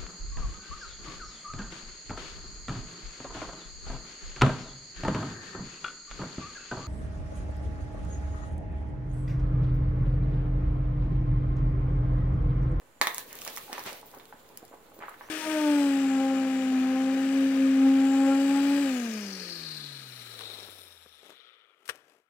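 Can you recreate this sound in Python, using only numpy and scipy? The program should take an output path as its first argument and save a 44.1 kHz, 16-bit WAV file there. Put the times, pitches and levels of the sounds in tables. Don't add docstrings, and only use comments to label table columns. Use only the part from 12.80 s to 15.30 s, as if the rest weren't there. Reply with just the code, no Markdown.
import sys
import numpy as np
from scipy import signal
from scipy.fft import rfft, irfft
from scipy.io import wavfile

SR = 44100
rng = np.random.default_rng(int(sys.argv[2]) if len(sys.argv) > 2 else 0)


def unload_wav(signal):
    wavfile.write(
        sys.argv[1],
        SR,
        np.round(np.clip(np.atleast_2d(signal).T, -1, 1) * 32767).astype(np.int16),
    )


def level_to_linear(level):
    exponent = np.asarray(level, float) / 20
    return 10 ** exponent


N = 110250

# [f/Hz, likeness -1..1]
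LIKENESS = [(60, 0.37), (240, 0.84), (950, 0.28), (3770, 0.09), (15000, -0.21)]
ONSET_S = .0008


def unit_rms(x):
    return x / np.sqrt(np.mean(x ** 2) + 1e-20)


def in_time(rows):
    s, level_db = np.transpose(rows)
    return np.interp(np.arange(N) / SR, s, level_db)


def at_hz(points, hz):
    points = np.array(points)
    return np.interp(np.log(hz), np.log(points[:, 0]), points[:, 1])


def drift(rate_hz):
    step, settle = 40, 2000
    r = np.exp(-2 * np.pi * rate_hz * step / SR)
    white = rng.standard_normal(N // step + settle + 2)
    slow = signal.lfilter([1], [1, -2 * r, r * r], white)[settle:]
    return np.interp(np.arange(N) / step, np.arange(len(slow)), unit_rms(slow))


def band(x, low, high):
    sos = signal.butter(2, [low, min(high, .45 * SR)], "band", fs=SR, output="sos")
    return signal.sosfilt(sos, x)


def ring(clicks, hz, t60):
    r = level_to_linear(-60 / (t60 * SR))
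    w = 2 * np.pi * hz / SR
    return signal.lfilter([0, np.sin(w)], [1, -2 * r * np.cos(w), r * r], clicks + 1e-18)


def partly_alike(noise, low, high):
    mid, side = band(noise, low, high)
    alike = np.clip(at_hz(LIKENESS, np.sqrt(low * high)), -1, 1)
    return np.sqrt(1 + alike) * mid + np.sqrt(1 - alike) * side * [[1], [-1]]


def banded(spectrum, patchy_db, top_hz=20000., grains=0):
    out, power = 0, 0
    together = drift(14)
    edges = 24.5 * 2 ** np.arange(0, 10, .5)
    white = rng.standard_normal((2, 2, N)) + grains
    for k, (low, high) in enumerate(zip(edges, edges[1:])):
        hz = np.sqrt(low * high)
        if spectrum[0][0] < hz < spectrum[-1][0]:
            flicker_db = patchy_db * (.8 * together + .6 * drift(20))
            layer = level_to_linear(at_hz(spectrum, hz) + flicker_db) * partly_alike(white[k % 2], low, high)
            dulling_db = -20 * np.maximum(np.log2(hz / top_hz), 0)
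            out = out + layer * level_to_linear(dulling_db)
            power = power + np.mean(layer ** 2)
    return out / np.sqrt(power)


def place(s, shapes):
    out = np.zeros(N + SR)
    for start, shape in zip((np.asarray(s) * SR).astype(int), shapes):
        out[start:start + len(shape)] += shape
    return out[:N]


def clicks_at(rate, spread_db, shape):
    size_db = spread_db * np.minimum(rng.exponential(1, shape), 5)
    sizes = level_to_linear(size_db) * rng.choice([-1, 1], shape)
    return unit_rms(sizes * (rng.random(shape) < rate / SR))


def air():
    # [f/Hz, level/dB per Hz]
    floor_colour = [(15, -47), (25, -2.5), (123, -6), (157, -19), (277, -5.5), (1840, -13.5), (5570, -26),
                    (7110, -20.5), (16000, -23.5)]
    whine_hz, width_hz = 7150, 420
    whine = band(rng.standard_normal((2, N)), whine_hz - width_hz / 2, whine_hz + width_hz / 2)
    floor = level_to_linear(-61.5) * banded(floor_colour, patchy_db=.6)
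    return floor + level_to_linear(-74.5 + 3.5 * drift(4)) * unit_rms(whine)


def workshop(x):
    # [delay left/s, delay right/s, level/dB]
    echoes = [(.0011, 0.0016, -23.5), (.0054, .0058, -15.5), (.0114, .0116, -11)]
    # [f/Hz, T60/s]
    room_t60 = [(300, 0.36), (1500, 0.37), (5000, 0.27), (14000, 0.13)]
    room_db, early_db, early_s, tail_starts_s = -2.5, 6, 0.0076, 0.0028
    wall_hz = 12900
    t = np.arange(SR // 2) / SR
    edges = 130 * 2 ** np.arange(0, 8.)
    white, tail = rng.standard_normal((2, 2, len(t))), 0
    for k, (low, high) in enumerate(zip(edges, edges[1:])):
        decay = 1000 ** (-t / at_hz(room_t60, np.sqrt(low * high)))
        tail = tail + partly_alike(white[k % 2], low, high) * decay
    early = 1 + level_to_linear(early_db) * np.exp(-t / early_s)
    build_up = 1 - np.exp(-(t / tail_starts_s) ** 2)
    tail = tail * early * build_up
    near = np.zeros_like(tail)
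    for k, (left, right, db) in enumerate(echoes):
        near[[0, 1], [int(left * SR), int(right * SR)]] = level_to_linear(db) * (-1) ** (k + 1)
    energy = np.mean(np.sum(tail ** 2, axis=1))
    answer = level_to_linear(room_db) * tail / np.sqrt(energy) + band(near, 100, wall_hz)
    return signal.fftconvolve(x, answer, axes=1)[:, :N]


def slop():
    # [t/s, level/dB]
    vigour = [(0, -68), (.21, -68), (.3, -58.5), (.9, -56), (1.15, -58), (1.3, -60.5), (2.1, -61),
              (2.5, -62)]
    # [f/Hz, level/dB per Hz]
    flutter_colour = [(59, -46), (100, -5.5), (466, -1), (679, -8), (911, -4.5), (1130, -10.5), (5000, -21),
                      (6500, -70), (11000, -120)]
    glugs_per_s, glug_db, glug_cycles = 150, -4.5, 2.8
    level_db = in_time(vigour)
    born = clicks_at(glugs_per_s * level_to_linear(5 * drift(12)), 3.5, N)
    dealt = rng.integers(0, 12, N)
    glugs = 0
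    for k, hz in enumerate(np.geomspace(350, 1300, 12)):
        glugs = glugs + ring(born * (dealt == k), hz, glug_cycles / hz)
    hum = level_to_linear(-8 + 2.5 * drift(10)) * unit_rms(ring(rng.standard_normal(N), 465, .09))
    wash = level_to_linear(level_db) * (banded(flutter_colour, patchy_db=1.5) + hum)
    return wash, level_to_linear(level_db + glug_db) * band(unit_rms(glugs), 300, 3000)


def sizzle():
    # [t/s, level/dB]
    vigour = [(0, -98), (.212, -87), (.216, -32), (.3, -41), (.46, -48), (.6, -46), (.75, -42.5),
              (.88, -47), (.95, -46), (1.14, -49), (1.22, -57), (1.5, -60.5), (1.8, -62.5), (2.1, -66),
              (2.5, -55.5)]
    # [f/Hz, level/dB per Hz]
    hiss_colour = [(1470, -15), (2500, -1.5), (4110, 0.5), (5190, -5), (8330, -4.5), (14700, -3.5),
                   (16000, 25)]
    grains_per_s, spread_db, grain_db = 700, 4.5, -2
    grains = level_to_linear(grain_db) * clicks_at(grains_per_s * level_to_linear(4 * drift(15)), spread_db, (2, N))
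    return level_to_linear(in_time(vigour)) * banded(hiss_colour, patchy_db=2.3, grains=grains)


def jets():
    # [t/s, length/s, level/dB, from f/Hz, to f/Hz]
    vents = [
        (0.873, 0.093, -47, 820, 767),
        (1.253, 0.037, -53, 15300, 14200),
        (1.354, 0.42, -74, 3520, 3460),
        (1.694, .03, -56.5, 925, 895),
        (1.831, 0.017, -50.5, 744, 740),
        (2.132, 0.055, -58, 14200, 15300),
        (2.415, 0.097, -65.5, 5400, 6560),
    ]
    width, rise = 0.077, 0.31
    out = 0
    for s, length, db, from_hz, to_hz in vents:
        phase = np.clip((np.arange(N) / SR - s) / length, 0, 1)
        carrier = 2 * np.pi * np.cumsum(from_hz + (to_hz - from_hz) * phase) / SR
        a, b = band(rng.standard_normal((2, N)), 10, 20 + width * from_hz / 2)
        shape = np.minimum(phase / rise, 1) * np.sqrt(1 - phase)
        out = out + level_to_linear(db) * shape * unit_rms(a * np.cos(carrier) + b * np.sin(carrier))
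    return out


def gushes():
    # [t/s, length/s, level/dB, top f/Hz]
    rushes = [
        (0.484, 0.16, -47, 2500),
        (0.659, 0.083, -42, 7260),
        (0.895, 0.041, -43, 1030),
        (0.911, 0.17, -42, 5100),
        (1.048, 0.084, -35, 7150),
        (1.31, 0.14, -47.5, 1200),
        (1.816, 0.02, -47, 1200),
        (1.93, 0.02, -44.5, 1070),
        (2.192, 0.15, -43.5, 2120),
        (2.417, .09, -50.5, 2320),
    ]
    # [f/Hz, level/dB per Hz]
    rush_colour = [(88, -18.5), (150, -14), (293, -6), (1040, -4), (1320, -6.5), (1740, -4), (9000, -17),
                   (11700, -11), (19800, -120)]
    rise = 0.29
    s, length, db, top_hz = np.transpose(rushes)[:, :, None]
    phase = (np.arange(N) / SR - s) / length
    swell = np.clip(phase / rise, 0, 1)
    sink_db = -14 * np.clip(phase - rise, 0, 9) ** 1.17
    shape = level_to_linear(db) * swell * level_to_linear(sink_db)
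    total = shape.sum(axis=0)
    mean_top_hz = 1 + (shape * top_hz).sum(axis=0) / (total + 1e-12)
    grains = level_to_linear(-3) * clicks_at(600, 4.0, N)
    return total * banded(rush_colour, patchy_db=1.5, top_hz=mean_top_hz, grains=grains)


def puffs():
    # [t/s, peak level/dB, f/Hz]
    ignitions = [(.214, -39.5, 227), (0.27, -43, 209), (.677, -54.5, 250), (.929, -39, 325),
                 (1.064, -41, 196), (1.3726, -37.5, 424), (1.38, -43, 450), (1.544, -48.5, 199),
                 (1.8297, -38, 380), (1.914, -43, 400), (1.935, -55, 450), (1.945, -47, 483),
                 (2.059, -54, 390), (2.19, -38.5, 403), (2.211, -54, 138)]
    half = 600
    s, db, hz = np.transpose(ignitions)[:, :, None]
    u = np.pi * hz * (np.arange(2 * half) - half) / SR
    return place(s[:, 0] - half / SR, -level_to_linear(db) * (1 - 2 * u ** 2) * np.exp(-u ** 2))


def ticks():
    # [t/s, peak level/dB, pan/dB, lower part relative level/dB]
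    droplets = [(0.2134, -23.5, -3, 1.5), (0.2703, -18.5, 8, -13.5), (0.345, -22.5, 2.5, -28),
                (0.3809, -20, -2, -20.5), (0.5281, -28.5, -14, -26), (0.553, -34, 9, -18),
                (0.5879, -34, -11, -19), (0.6129, -35, -16, -21), (0.6488, -24.5, -9, -39),
                (0.6763, -32.5, -8, -4), (0.7631, -26, -10, -23), (0.9289, -34.5, -0.5, -0.5),
                (1.0374, -37, -3, -13), (1.062, -37, 5, -8), (1.1292, -33.5, -7, -16),
                (1.213, -42, -2, -20), (1.258, -45, 7.0, -22), (1.3138, -44, 4, -21),
                (1.3475, -41, -1, -21), (1.3853, -45, 3, -20), (1.4542, -48, -8, -10),
                (1.6889, -49, 0, -13), (1.7728, -25, -1, -40), (1.8506, -42, 5.0, -20),
                (2.098, -55, 1.5, -21), (2.1434, -47, 6, -24), (2.1899, -48, 6, -11),
                (2.2936, -41, -1, -19),
                (.617, -39.5, -2, -2), (0.7722, -29.5, -7, -20), (.779, -29.5, -2, -16),
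                  (0.935, -36, 3, -18), (0.981, -37, -3, -12), (.9935, -37.5, -5, -9), (1.879, -56, 0, -5),
                  (1.944, -50, 0, -22), (1.2651, -44, 0, -24)]
    tick_db, low_part_db, spit_db, decay_s = 11.5, 15.5, -10.5, .0005
    s, db, pan_db, low_db = np.transpose(droplets)
    decay = np.exp(-np.arange(200) / (decay_s * SR))
    burst = level_to_linear(spit_db) * rng.standard_normal((len(s), 200)) * decay
    burst[:, 0] = 1
    s = s + 1.398 * ONSET_S
    sides = []
    for sign in (1, -1):
        level_db = db + tick_db + sign * np.clip(pan_db, -6, 6) / 2
        heard = burst * level_to_linear(level_db)[:, None]
        bright = band(place(s, heard), 6500, 18000)
        lower = band(place(s, heard * level_to_linear(low_db + low_part_db)[:, None]), 2000, 7000)
        sides.append(bright - lower)
    return np.array(sides)


def pops():
    # [t/s, peak level/dB, cavity f/Hz, second mode relative
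    # level/dB]
    bursts = [(0.017, -46.5, 1010, -5.5), (0.213, -9.5, 1184, 0), (0.27, -14.5, 1204, 1),
              (0.381, -29.5, 1070, 0), (0.619, -41, 730, 0.5), (0.648, -43, 650, -5),
              (0.674, -28, 660, -42), (0.773, -25, 1205, -3), (0.88, -39, 850, -4), (0.928, -24, 1160, -4),
              (0.979, -22.5, 1045, -7.5), (0.992, -32, 745, -9), (1.059, -36.5, 950, -1.5),
              (1.123, -31, 664, -20), (1.229, -34, 860, -27), (1.339, -33, 930, -35),
              (1.366, -40, 935, -20), (1.525, -30.5, 892, -6.5), (1.82, -44, 730, -15),
              (1.914, -43, 700, -26), (2.059, -58, 1220, -14), (2.118, -40, 716, -9),
              (2.165, -40, 555, -23), (2.189, -34.5, 594, -13), (2.214, -43, 654, -2),
              (2.223, -27, 1210, -5.5), (2.235, -28.5, 886, -1.5), (2.282, -24, 1200, -39),
              (2.341, -33.5, 1500, -36), (2.409, -29.5, 1034, -5),
              (.2130, -8.5, 2200, -1.5), (.2703, -22.5, 2180, 4), (.528, -41, 1780, -2),
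                  (.5884, -32, 2980, -16), (.6488, -39, 1920, 2), (.664, -28.5, 1150, -19),
                  (1.398, -38, 2240, -1), (1.7730, -41.5, 2080, -2), (1.827, -49, 760, -18),
                  (1.836, -56, 720, -27), (1.921, -42, 640, -2), (1.929, -39.5, 920, -10),
                  (1.938, -38, 775, -22), (2.204, -40.5, 1020, 2.5), (2.211, -36, 1280, -6),
                  (2.216, -42, 895, -2), (2.436, -48, 1190, 2), (2.468, -48, 1550, -17),
                  (2.4870, -34, 1020, -5.5)]
    decay_cycles, pop_db = 6.24, 3.5
    mode_ratio, mode_db = 1.564, 1.62
    s, db, hz, second_db = np.transpose(bursts)[:, :, None]
    turns = hz * np.arange(900) / SR
    first = np.sin(2 * np.pi * turns)
    second = level_to_linear(second_db + mode_db) * np.sin(2 * np.pi * mode_ratio * turns)
    swell = 1 - np.exp(-turns / .3)
    shape = level_to_linear(db + pop_db) * (first + second) * 1000 ** (-turns / decay_cycles) * swell
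    return band(place(s[:, 0] + ONSET_S, shape), 420, 7000)


def scene():
    mic_lag_s, puff_room_db, tick_room_db = .00007, -10.5, -7
    wash, glugs = slop()
    low = pops() + glugs
    high = ticks()
    puff = puffs()
    direct = low + high + puff
    direct[0] = np.roll(direct[0], int(mic_lag_s * SR))
    room = workshop(low + level_to_linear(puff_room_db) * puff + level_to_linear(tick_room_db) * high)
    return direct + room + wash + gushes() + sizzle() + air() + jets()


def band_limit(x):
    return signal.sosfilt(signal.butter(12, 17160, fs=SR, output="sos"), x)


def record(dry):
    # [f/Hz, left minus right level/dB]
    mic_balance = [(200, -2), (1500, -2.5), (5000, -3.5), (14000, 1.5)]
    cutoff_hz = 15900
    balance_db = at_hz(mic_balance, np.fft.rfftfreq(N, 1 / SR) + 1)
    tilt = level_to_linear(np.outer([.5, -.5], balance_db))
    x = .95 * np.tanh(irfft(rfft(dry) * tilt, N) / .95) - .0005
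    low_pass = signal.cheby2(14, 36, cutoff_hz + 180, fs=SR, output="sos")
    return band_limit(signal.sosfilt(low_pass, x))


dry = scene()
out = record(dry)
unload_wav(out)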